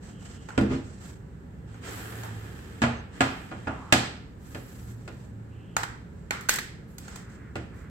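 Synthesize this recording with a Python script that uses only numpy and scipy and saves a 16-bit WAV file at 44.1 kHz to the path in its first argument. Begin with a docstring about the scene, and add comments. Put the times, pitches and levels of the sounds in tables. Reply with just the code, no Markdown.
"""A low room rumble and faint hum lie under the scene, which opens with soft brushes of fingers.
A glass and plastic bathroom scale is handled on a wooden table in a small, quiet room: it clicks, knocks
on its edges and feet, skids and is slid along; a faint squeak on glass comes later, between the pushes.
Fingers then snap the battery cover open and put it aside. Contacts are noise bursts plus decaying modes,
friction is shaped noise, the skid is a train of slips, the hum a wavering sine, the rumble filtered noise."""
import sys
import numpy as np
from scipy import signal
from scipy.fft import rfft, irfft, next_fast_len
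from scipy.io import wavfile

SR = 44100
rng = np.random.default_rng(int(sys.argv[2]) if len(sys.argv) > 2 else 0)


def dump(signal):
    """Clip the signal to [-1, 1] and save it as 16-bit WAV at the path in sys.argv[1]."""
    limited = np.clip(np.atleast_2d(signal).T, -1, 1)
    pcm = np.round(limited * 32767).astype(np.int16)
    wavfile.write(sys.argv[1], SR, pcm)


N = 348368  # samples, about 7.9 s


def amp(db):
    """Level law: decibels to amplitude ratio."""
    return 10 ** (np.asarray(db) / 20)


def evened(x):
    """Power normalisation: scales to an rms of one."""
    return x / np.sqrt(np.mean(x ** 2) + 1e-20)


def read(points, hz):
    """Logarithmic pitch scale: interpolates a table evenly in log frequency."""
    f, value = np.transpose(points)
    return np.interp(np.log(hz + 1), np.log(f + 1), value)


def add(mix, start_s, sound):
    """Superposition: sums a stereo sound into the mix from its start time."""
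    part = mix[:, round(start_s * SR):][:, :sound.shape[1]]
    part += sound[:, :part.shape[1]]


def colour(x, points, size=4096):
    """Minimum-phase filtering by (f/Hz, gain/dB): causal, so nothing rings before a blow."""
    log_gain = np.log(amp(read(points, abs(np.fft.fftfreq(size, 1 / SR)))))
    # the Hilbert transform of the log gain supplies the minimum phase
    response = np.exp(np.conj(signal.hilbert(log_gain)))
    taps = np.fft.ifft(response).real[:size // 2]
    return signal.fftconvolve(x, taps[None], axes=1)[:, :x.shape[1]]


def dying(t, t60):
    """Exponential decay: falls by 60 dB in t60 seconds."""
    return np.exp(-np.log(1000) * t / t60)


def lifted(x, hz, width_hz, lift_db):
    """Resonance: a second-order peak changes the gain around one frequency."""
    peak = signal.lfilter(*signal.iirpeak(hz, hz / width_hz, SR), x)
    return x + (amp(lift_db) - 1) * peak


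# likeness of the sound field at the two ports: f/Hz, left-right correlation
PORT_LIKENESS = [(60, 0.94), (250, 0.89), (500, 0.45), (900, -0.037), (1500, -0.04), (3000, -0.076),
                 (15000, -0.077)]


def diffuse(size):
    """Diffuse-field coherence: white stereo noise, alike at both ports only in the bass."""
    a, b = rfft(rng.standard_normal((2, size)))
    same = read(PORT_LIKENESS, np.fft.rfftfreq(size, 1 / SR))
    right = same * a + np.sqrt(1 - same ** 2) * b
    return irfft(np.array([a, right]), size)


# echoes off the table top and hands: left delay/s, right delay/s, level/dB
NEAR_ECHOES = [(.0011, 0.00073, -23), (.0023, 0.0025, -13.5), (.0046, 0.0029, -19), (.0072, 0.008, -11.5),
               (0.0113, 0.013, -10.5)]


def near_echoes(x):
    """Comb interference: close echoes differ at each port; the bass wraps round the surfaces."""
    out = x.copy()
    treble = signal.lfilter(*signal.butter(1, 600, "high", fs=SR), x)
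    for *delays_s, db in NEAR_ECHOES:
        for port, delay_s in enumerate(delays_s):
            delayed = np.pad(treble[port], (round(delay_s * SR), 0))
            out[port] += amp(db) * delayed[:x.shape[1]]
    return out


# spectrum of the room rumble: f/Hz, relative level per Hz/dB
RUMBLE_COLOUR = [(15, -53.5), (30, -37), (42, -8.5), (65, 0), (120, -4.5), (200, -4), (300, -12.5),
                 (400, -15), (700, -25.5), (1200, -30), (1700, -27.5), (3000, -36.5), (6000, -48),
                 (8000, -45), (10000, -55), (16000, -50.5)]
RUMBLE_DB = -44.5  # rms level
# swells of the low hum: middle t/s, length/s, level/dB
HUM_SWELLS = [(1.955, 0.93, -48.5), (2.316, 0.64, -41), (4.93, .5, -43.5), (5.434, 0.58, -44.5),
              (5.874, 0.38, -45)]


def background(hum_hz=113, hum_db=-1, waver_hz=3, steady_db=-58, count=40):
    """Frequency and amplitude modulation: a hum wavers and swells over a low, steady rumble."""
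    t = np.arange(N) / SR
    drift = np.interp(t, np.linspace(0, t[-1], count), rng.standard_normal(count))
    pitch = hum_hz + waver_hz * drift
    tone = evened(np.sin(2 * np.pi * np.cumsum(pitch) / SR))
    loudness = amp(steady_db)
    for middle_s, length_s, db in HUM_SWELLS:
        # a raised cosine, zero outside its length
        phase = np.pi * np.clip((t - middle_s) / length_s, -.5, .5)
        loudness = loudness + amp(db) * np.cos(phase) ** 2
    noise = diffuse(next_fast_len(N))[:, :N]
    rumble = near_echoes(colour(noise, RUMBLE_COLOUR, size=16384))
    return amp(hum_db) * loudness * tone + amp(RUMBLE_DB) * evened(rumble)


# resonances of the hollow plastic shell: f/Hz, width/Hz, lift/dB
SHELL_RESONANCES = [(737, 210, 6.5), (1334, 53, 2), (1640, 24, -1.5), (1833, 87, 1.5), (2478, 59, 2.5),
                    (3145, 20, 6), (4200, 37, 5.5), (4900, 55, 5.5), (6300, 150, -1), (7700, 470, 4)]


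def shell(x):
    """Resonant filtering: the hollow case colours whatever touches it."""
    for hz, width_hz, lift_db in SHELL_RESONANCES:
        x = lifted(x, hz, width_hz, lift_db)
    return x


def stroke(length_s, rise_s, sag_db_per_s, release_t60):
    """Envelope of friction: a stroke gathers speed, slowly eases and then dies away."""
    t = np.arange(0, length_s + release_t60, 1 / SR)
    rise = np.sin(np.pi / 2 * np.minimum(t / rise_s, 1)) ** 2
    release = dying(np.maximum(t - length_s, 0), release_t60)
    return rise * amp(-sag_db_per_s * t) * release


def rub(envelope, points, grain_db, grain_s):
    """Friction excitation: tiny catches of uneven size under a stroke excite the shell."""
    t = np.arange(len(envelope)) / SR
    knots = np.arange(0, t[-1], grain_s)
    sizes_db = grain_db * np.interp(t, knots, rng.standard_normal(len(knots)))
    catches = diffuse(len(t)) * amp(sizes_db)
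    return envelope * evened(near_echoes(shell(colour(catches, points))))


# strokes of the fingers over the case: t/s, length/s, level/dB, hiss level/dB
BRUSHES = [(0, 0.12, -52.5, -71), (0.167, .19, -50.5, -69), (0.369, 0.18, -54.5, -89),
           (0.804, 0.21, -54, -77), (0.99, 0.12, -50, -61), (1.805, .2, -45, -58),
           (4.349, 0.57, -52.5, -56), (4.905, .36, -60.5, -69.5), (6.084, .22, -69, -86),
           (6.865, .09, -65.5, -64.5), (6.987, 0.21, -50, -72), (7.273, 0.083, -59.5, -71),
           (7.724, 0.1, -62.5, -69)]
# spectrum of the brushing: f/Hz, gain/dB
BRUSH_COLOUR = [(300, 6), (900, 1), (1800, 7.5), (3000, 4), (5000, 0), (8000, 0.5), (9500, -12),
                (12000, -55)]
# spectrum of the fine hiss of brushing and sliding: f/Hz, gain/dB
HISS_COLOUR = [(6000, -60.5), (9000, 0), (12000, 4), (16000, 1.5)]


def brushing():
    """Light friction: fingers brush over the shell as the grip changes."""
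    out = np.zeros((2, N))
    for s, length_s, level_db, hiss_db in BRUSHES:
        envelope = stroke(length_s, rise_s=0.33 * length_s, sag_db_per_s=4.5, release_t60=0.28)
        add(out, s, amp(level_db) * rub(envelope, BRUSH_COLOUR, grain_db=2.5, grain_s=0.01))
        add(out, s, amp(hiss_db) * rub(envelope, HISS_COLOUR, grain_db=1.5, grain_s=.004))
    return out


# drags, each a steady or gliding noise band: t/s, length/s, start f/Hz, end f/Hz, width/Hz, level/dB
SCRAPES = [(0, 0.75, 2980, 2980, 497, -59.5), (2.957, 0.066, 6560, 6100, 130, -62.5),
           (3.691, 0.27, 1020, 1108, 450, -49.5), (5.475, 0.34, 2690, 3030, 600, -61),
           (7.047, .55, 1590, 1804, 1100, -55.5), (7.683, 0.25, 1510, 1896, 1083, -55)]


def scrapes():
    """Narrow-band friction: fingertips drag and squeak on glass, an edge on wood, the cover pushed aside."""
    out = np.zeros((2, N))
    for s, length_s, start_hz, end_hz, width_hz, level_db in SCRAPES:
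        size = round(length_s * SR)
        # slow complex noise, shifted up to the centre frequency
        turn = np.exp(2j * np.pi * np.cumsum(np.linspace(start_hz, end_hz, size)) / SR)
        noise = diffuse(size) + 1j * diffuse(size)
        grip = signal.lfilter(*signal.butter(2, width_hz / 2, fs=SR), noise)
        drag = evened((grip * turn).real)
        add(out, s, amp(level_db) * drag * signal.windows.tukey(size, .5))
    return out


def favour(hz, near_hz, lift_db, octaves):
    """Modal excitation: the place of contact favours modes near one frequency (dB)."""
    return lift_db * np.exp(-(np.log2(hz / near_hz) / octaves) ** 2)


def mode(t, hz, db, t60, apart_hz=900):
    """Damped oscillation: the higher the mode, the more out of step it reaches the two ports."""
    spread = min((hz / apart_hz) ** 2, 2)  # rad
    phase = 2 * np.pi * rng.random() + spread * rng.standard_normal((2, 1))
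    return amp(db) * dying(t, t60) * np.sin(2 * np.pi * hz * t + phase)


# modes of the battery cover and its latch: f/Hz, level/dB, t60/s
COVER_MODES = [(822, -8.5, 0.032), (1427, -5.5, 0.025), (1550, -9.5, 0.021), (1856, -12, 0.004),
               (2185, 0, 0.0097), (4355, -3, 0.019), (6510, -6.5, 0.03), (7090, 0.5, 0.011)]


def cover_ring(t, near_hz, lift_db, octaves=0.19):
    """Modal superposition: the short modes of the thin plastic cover."""
    return sum(mode(t, hz, db + favour(hz, near_hz, lift_db, octaves), t60, apart_hz=2200)
               for hz, db, t60 in COVER_MODES)


def crack(t, t60, edge_hz):
    """Impulsive contact: the first instant is a very short, bright burst."""
    highs = signal.butter(2, edge_hz, "high", fs=SR)
    return signal.lfilter(*highs, diffuse(len(t)) * dying(t, t60))


# reverberation time of the room: f/Hz, t60/s
ROOM_T60 = [(100, 0.95), (260, 0.64), (700, 0.48), (1800, 0.56), (5000, 0.5), (13000, 0.29)]


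def room_tail(t, build_s=0.0033):
    """Reverberation: reflections build up quickly and die at each frequency's own speed."""
    hz, at, z = signal.stft(diffuse(len(t)), SR, nperseg=256)
    decay = amp(-60 * at / read(ROOM_T60, hz)[:, None])
    tail = signal.istft(z * decay, SR)[1]
    return tail[:, :len(t)] * (1 - np.exp(-t / build_s))


# bands of thump, knock, clack, crack and fizz: lower f/Hz, upper f/Hz
BANDS = [(60, 600), (600, 1600), (1600, 3200), (3200, 9000), (9000, 16000)]
HARDNESS_FROM_HZ = 1030  # a harder contact tilts the spectrum upwards from here


def contact_levels(attack_db, level_db, hardness_db):
    """Contact stiffness: strength raises every band of an attack, hardness the upper ones."""
    centres = np.sqrt(np.prod(BANDS, axis=1))
    octaves_up = np.log2(np.maximum(centres / HARDNESS_FROM_HZ, 1))
    return level_db + np.array(attack_db) + hardness_db * octaves_up


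def voiced(x, levels_db, size=1024):
    """Band energy: filters a contact towards the given level of its attack in each band."""
    power = (abs(rfft(x[:, :size])) ** 2).mean(0) * 2 / size ** 2
    hz = np.fft.rfftfreq(size, 1 / SR)
    points = []
    for (lo, hi), db in zip(BANDS, levels_db):
        gain_db = db - 10 * np.log10(power[(hz >= lo) & (hz < hi)].sum())
        points += [(lo * np.sqrt(3 / 2), gain_db), (hi / np.sqrt(3 / 2), gain_db)]
    return colour(x, points)


# fingers and plastic cover: t/s, level/dB, hardness/(dB per octave), ring f/Hz, ring lift/dB, burst t60/s
CLICKS = [(0.486, -40.5, -5, 1480, 3, 0.065), (0.504, -42.5, -6.5, 1340, 10, 0.009),
          (1.742, -52.5, -4.5, 1360, 3, 0.011), (2.234, -45, -1.5, 1030, 21, 0.015),
          (5.7658, -24.5, -1.8, 1330, 13.5, 0.018), (5.832, -32, -1.9, 1550, 24, 0.045),
          (6.3078, -27.5, -2, 2090, 23.5, 0.017), (6.409, -59, 4, 1700, 2, 0.018),
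          (6.4881, -31.5, 1.5, 1530, 27, 0.0039), (6.4926, -28, 3, 1650, 5.5, 0.014),
          (6.538, -41, 3, 1640, 12, 0.03), (6.557, -48, 5.5, 1610, 11, 0.045),
          (6.5847, -35, 0.5, 1930, 25, 0.051), (6.982, -55.5, 4.5, 1600, 1, 0.022),
          (7.08, -47.5, -1, 1370, 5, 0.013), (7.158, -48.5, 1, 1740, 0, 0.025)]
# attack of an ordinary click, one entry per band: level/dB
CLICK_ATTACK_DB = [-9, -3, -1.5, -1, -8]
# dense ringing of the cover: f/Hz, gain/dB
COVER_COLOUR = [(60, -17.5), (500, -20), (800, 0.5), (1200, -6), (2200, 0), (3000, -3), (4500, -7.5),
                (8000, -10), (10000, -18.5), (16000, -18)]


def clicks(room_db=-20.5, crack_db=3, ring_db=-12, width_hz=600, lowest_share=0.61,
           contact_s=0.00094, firm_db=-26, doubling_db=14, ring_share=0.21, ring_octaves=0.65):
    """Impact of small bodies: plastic snaps, rings and echoes faintly; lighter touches start more softly."""
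    out, t = np.zeros((2, N)), np.arange(SR // 2) / SR
    centres = np.sqrt(np.prod(BANDS, axis=1))
    for s, db, hardness_db, hz, lift_db, t60 in CLICKS:
        levels_db = contact_levels(CLICK_ATTACK_DB, db, hardness_db)
        levels_db = levels_db + ring_share * favour(centres, hz, lift_db, ring_octaves)
        # the onset lengthens twofold for each doubling_db below a firm touch
        onset_s = contact_s * 2 ** ((firm_db - levels_db.max()) / doubling_db)
        onset = 1 - np.exp(-t / onset_s)
        burst = diffuse(len(t)) * dying(t, t60)
        direct = onset * (burst + amp(crack_db) * crack(t, t60=0.0025, edge_hz=1570))
        body = shell(colour(direct + amp(room_db) * room_tail(t), COVER_COLOUR))
        snap = lifted(body, hz, width_hz, lift_db)
        snap = snap + amp(ring_db) * onset * cover_ring(t, hz, lift_db)
        # a small part radiates less below its own ring
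        lowest_hz = hz * lowest_share
        snap = colour(snap, [(lowest_hz / np.sqrt(2), -8), (lowest_hz, 0)])
        add(out, s, voiced(snap, levels_db))
    return out


# modes of the table top with the scale on it: f/Hz, level/dB
TABLE_MODES = [(73, -8), (91, -4), (123, 1), (208, -8.5), (236, -3), (267, 0), (328, 0), (448, -6),
               (545, -21.5), (577, -2), (660, -1.5), (755, -1), (862, -4.5), (1020, -5), (1086, -11),
               (1230, -2.5), (1326, -7.5), (1427, 5), (1573, -12), (1685, 1), (1760, -7), (1836, -15.5),
               (1916, -3), (2088, -2.5), (2320, -11.5), (2480, -1), (2545, -7.5), (2640, -4.5), (2767, -10),
               (3354, -17)]


def table_ring(t, near_hz, lift_db, bass_t60=0.6, damping=0.46, octaves=0.13):
    """Modal damping: modes of the table and scale ring together; the higher ones die sooner."""
    lowest_hz = TABLE_MODES[0][0]
    return sum(mode(t, hz, db + favour(hz, near_hz, lift_db, octaves), bass_t60 * (lowest_hz / hz) ** damping)
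               for hz, db in TABLE_MODES)


# scale against table: t/s, level/dB, hardness/(dB per octave), weight behind it/dB,
# strongest table resonance f/Hz, its lift/dB
KNOCKS = [(0.577, -30, 0, 10, 289.5, 13.5), (0.611, -49, 4, 25, 207, 18), (2.818, -26.5, 0.2, 2, 235, 12.5),
          (2.836, -26.5, -1, 1, 227, 13.5), (3.206, -21.5, 0.34, -2, 256.6, 11.5),
          (3.513, -40.5, -4, -2, 263, -3.5), (3.67, -32, -4.4, -2, 283, 10),
          (3.924, -19.5, 4, -3.5, 248, 5.5), (4.547, -44.5, 2, 4.5, 245, -3),
          (5.077, -47, 1.3, 4.5, 258.5, 2), (7.555, -39, 0.4, 4, 254, -6)]
# attack of an ordinary knock, one entry per band: level/dB
KNOCK_ATTACK_DB = [0.5, 0.5, 1.5, -7.5, -24]
# dense ringing of the case: f/Hz, gain/dB
CASE_COLOUR = [(50, -8), (120, 5.5), (400, 6), (1000, 1.5), (1700, 3), (2600, 3), (3600, -3), (6000, -13.5),
               (8000, -17), (10000, -31.5), (16000, -38)]


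def knocks(ring_db=-18, room_db=-11.5, crack_db=5, clatter_t60=0.041, contact_s=0.0016, halving_db=3.5):
    """Impact: a knock cracks, clatters the case, rings table and room; harder ones start faster."""
    out, t = np.zeros((2, N)), np.arange(SR * 3 // 4) / SR
    for s, db, hardness_db, weight_db, hz, lift_db in KNOCKS:
        clatter = diffuse(len(t)) * dying(t, clatter_t60)
        clatter = clatter + amp(crack_db) * crack(t, t60=0.019, edge_hz=2000)
        case = shell(colour(clatter + amp(room_db) * room_tail(t), CASE_COLOUR))
        # the onset halves for each halving_db of hardness
        onset = 1 - np.exp(-t / (contact_s * .5 ** (hardness_db / halving_db)))
        blow = (near_echoes(case) + amp(ring_db) * table_ring(t, hz, lift_db)) * onset
        levels_db = contact_levels(KNOCK_ATTACK_DB, db, hardness_db)
        levels_db[0] += weight_db  # weight only adds to the thump
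        add(out, s, voiced(blow, levels_db))
    return out


def skid(start_s=.683, length_s=0.066, slip_hz=135, jitter=0.117, level_db=-28,
         grit_db=-5, grip_t60=0.67, count=16):
    """Stick-slip: a rubber foot sticks and slips on the wood, shaking the table that it damps."""
    t = np.arange(SR // 2) / SR
    at = np.cumsum(1 + jitter * rng.standard_normal(count)) / slip_hz
    slips = np.zeros(len(t))
    # slips swell and fade over length_s; any later ones are silent
    slips[(at * SR).astype(int)] = np.sin(np.pi * np.minimum(at / length_s, 1))
    grit = evened(colour(diffuse(len(t)) * dying(t, 0.41), CASE_COLOUR))
    body = table_ring(t, near_hz=285, lift_db=9.5) * dying(t, grip_t60) + amp(grit_db) * grit
    shake = signal.fftconvolve(body, slips[None], axes=1)
    shake = colour(shake, [(60, 6), (130, -3.5), (270, 5.5), (500, -5.5), (1500, -12.0), (7000, -8)])
    out = np.zeros((2, N))
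    add(out, start_s, amp(level_db) * shake / shake[:, :SR // 10].std())
    return out


# pushes of the case over the wood: t/s, length/s, level/dB, hiss level/dB
SLIDES = [(1.648, .18, -54.5, -71), (1.805, .455, -40, -45.5), (2.239, 0.57, -46, -56.5),
          (3.099, .37, -47, -58.5), (3.453, 0.56, -50.5, -72)]
# spectrum of the sliding scrape: f/Hz, gain/dB
SLIDE_COLOUR = [(150, -18), (280, 4), (450, 0), (580, -8.5), (1000, -9.5), (1700, -0.5), (2500, -5.5),
                (3200, -5.5), (4500, -14), (6000, -17), (8200, -17), (9200, -22.5), (12000, -44)]


def sliding():
    """Sliding friction: the upturned scale is pushed into place; fine hiss builds later than the scrape."""
    out = np.zeros((2, N))
    for s, length_s, level_db, hiss_db in SLIDES:
        scrape = stroke(length_s, rise_s=0.056, sag_db_per_s=7, release_t60=0.3)
        hiss = stroke(length_s, rise_s=0.17, sag_db_per_s=12, release_t60=0.35)
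        add(out, s, amp(level_db) * rub(scrape, SLIDE_COLOUR, grain_db=1.5, grain_s=.002))
        add(out, s, amp(hiss_db) * rub(hiss, HISS_COLOUR, grain_db=1.5, grain_s=.002))
    return out


def scene():
    """Superposition: all sounds arriving at the two microphone ports."""
    return background() + brushing() + scrapes() + clicks() + knocks() + skid() + sliding()


# colour of the two microphone ports: f/Hz, left gain/dB, right gain/dB
PORT_COLOURS = [(100, 0.4, 2), (600, -0.5, 0.47), (1445, -0.5, 2), (2503, -6.5, -5), (4830, -4, -2.5),
                (5570, -3, -1), (7990, -3.5, 5), (9700, -1.5, -12.5), (10980, 0.5, -15), (12900, 1.5, -5.5),
                (16000, -5, -14.5)]
EDGE_HZ = 16050  # upper band limit


def record(dry):
    """Transducer response: each port has its own colour; then full scale and the band limit."""
    hz, left_db, right_db = np.transpose(PORT_COLOURS)
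    ports = np.vstack([colour(x[None], np.c_[hz, db]) for x, db in zip(dry, (left_db, right_db))])
    lowpass = signal.firwin(255, EDGE_HZ, window=("kaiser", 8), fs=SR)
    return signal.oaconvolve(np.clip(ports, -1, 1), lowpass[None], "same")


dry = scene()
out = record(dry)
dump(out)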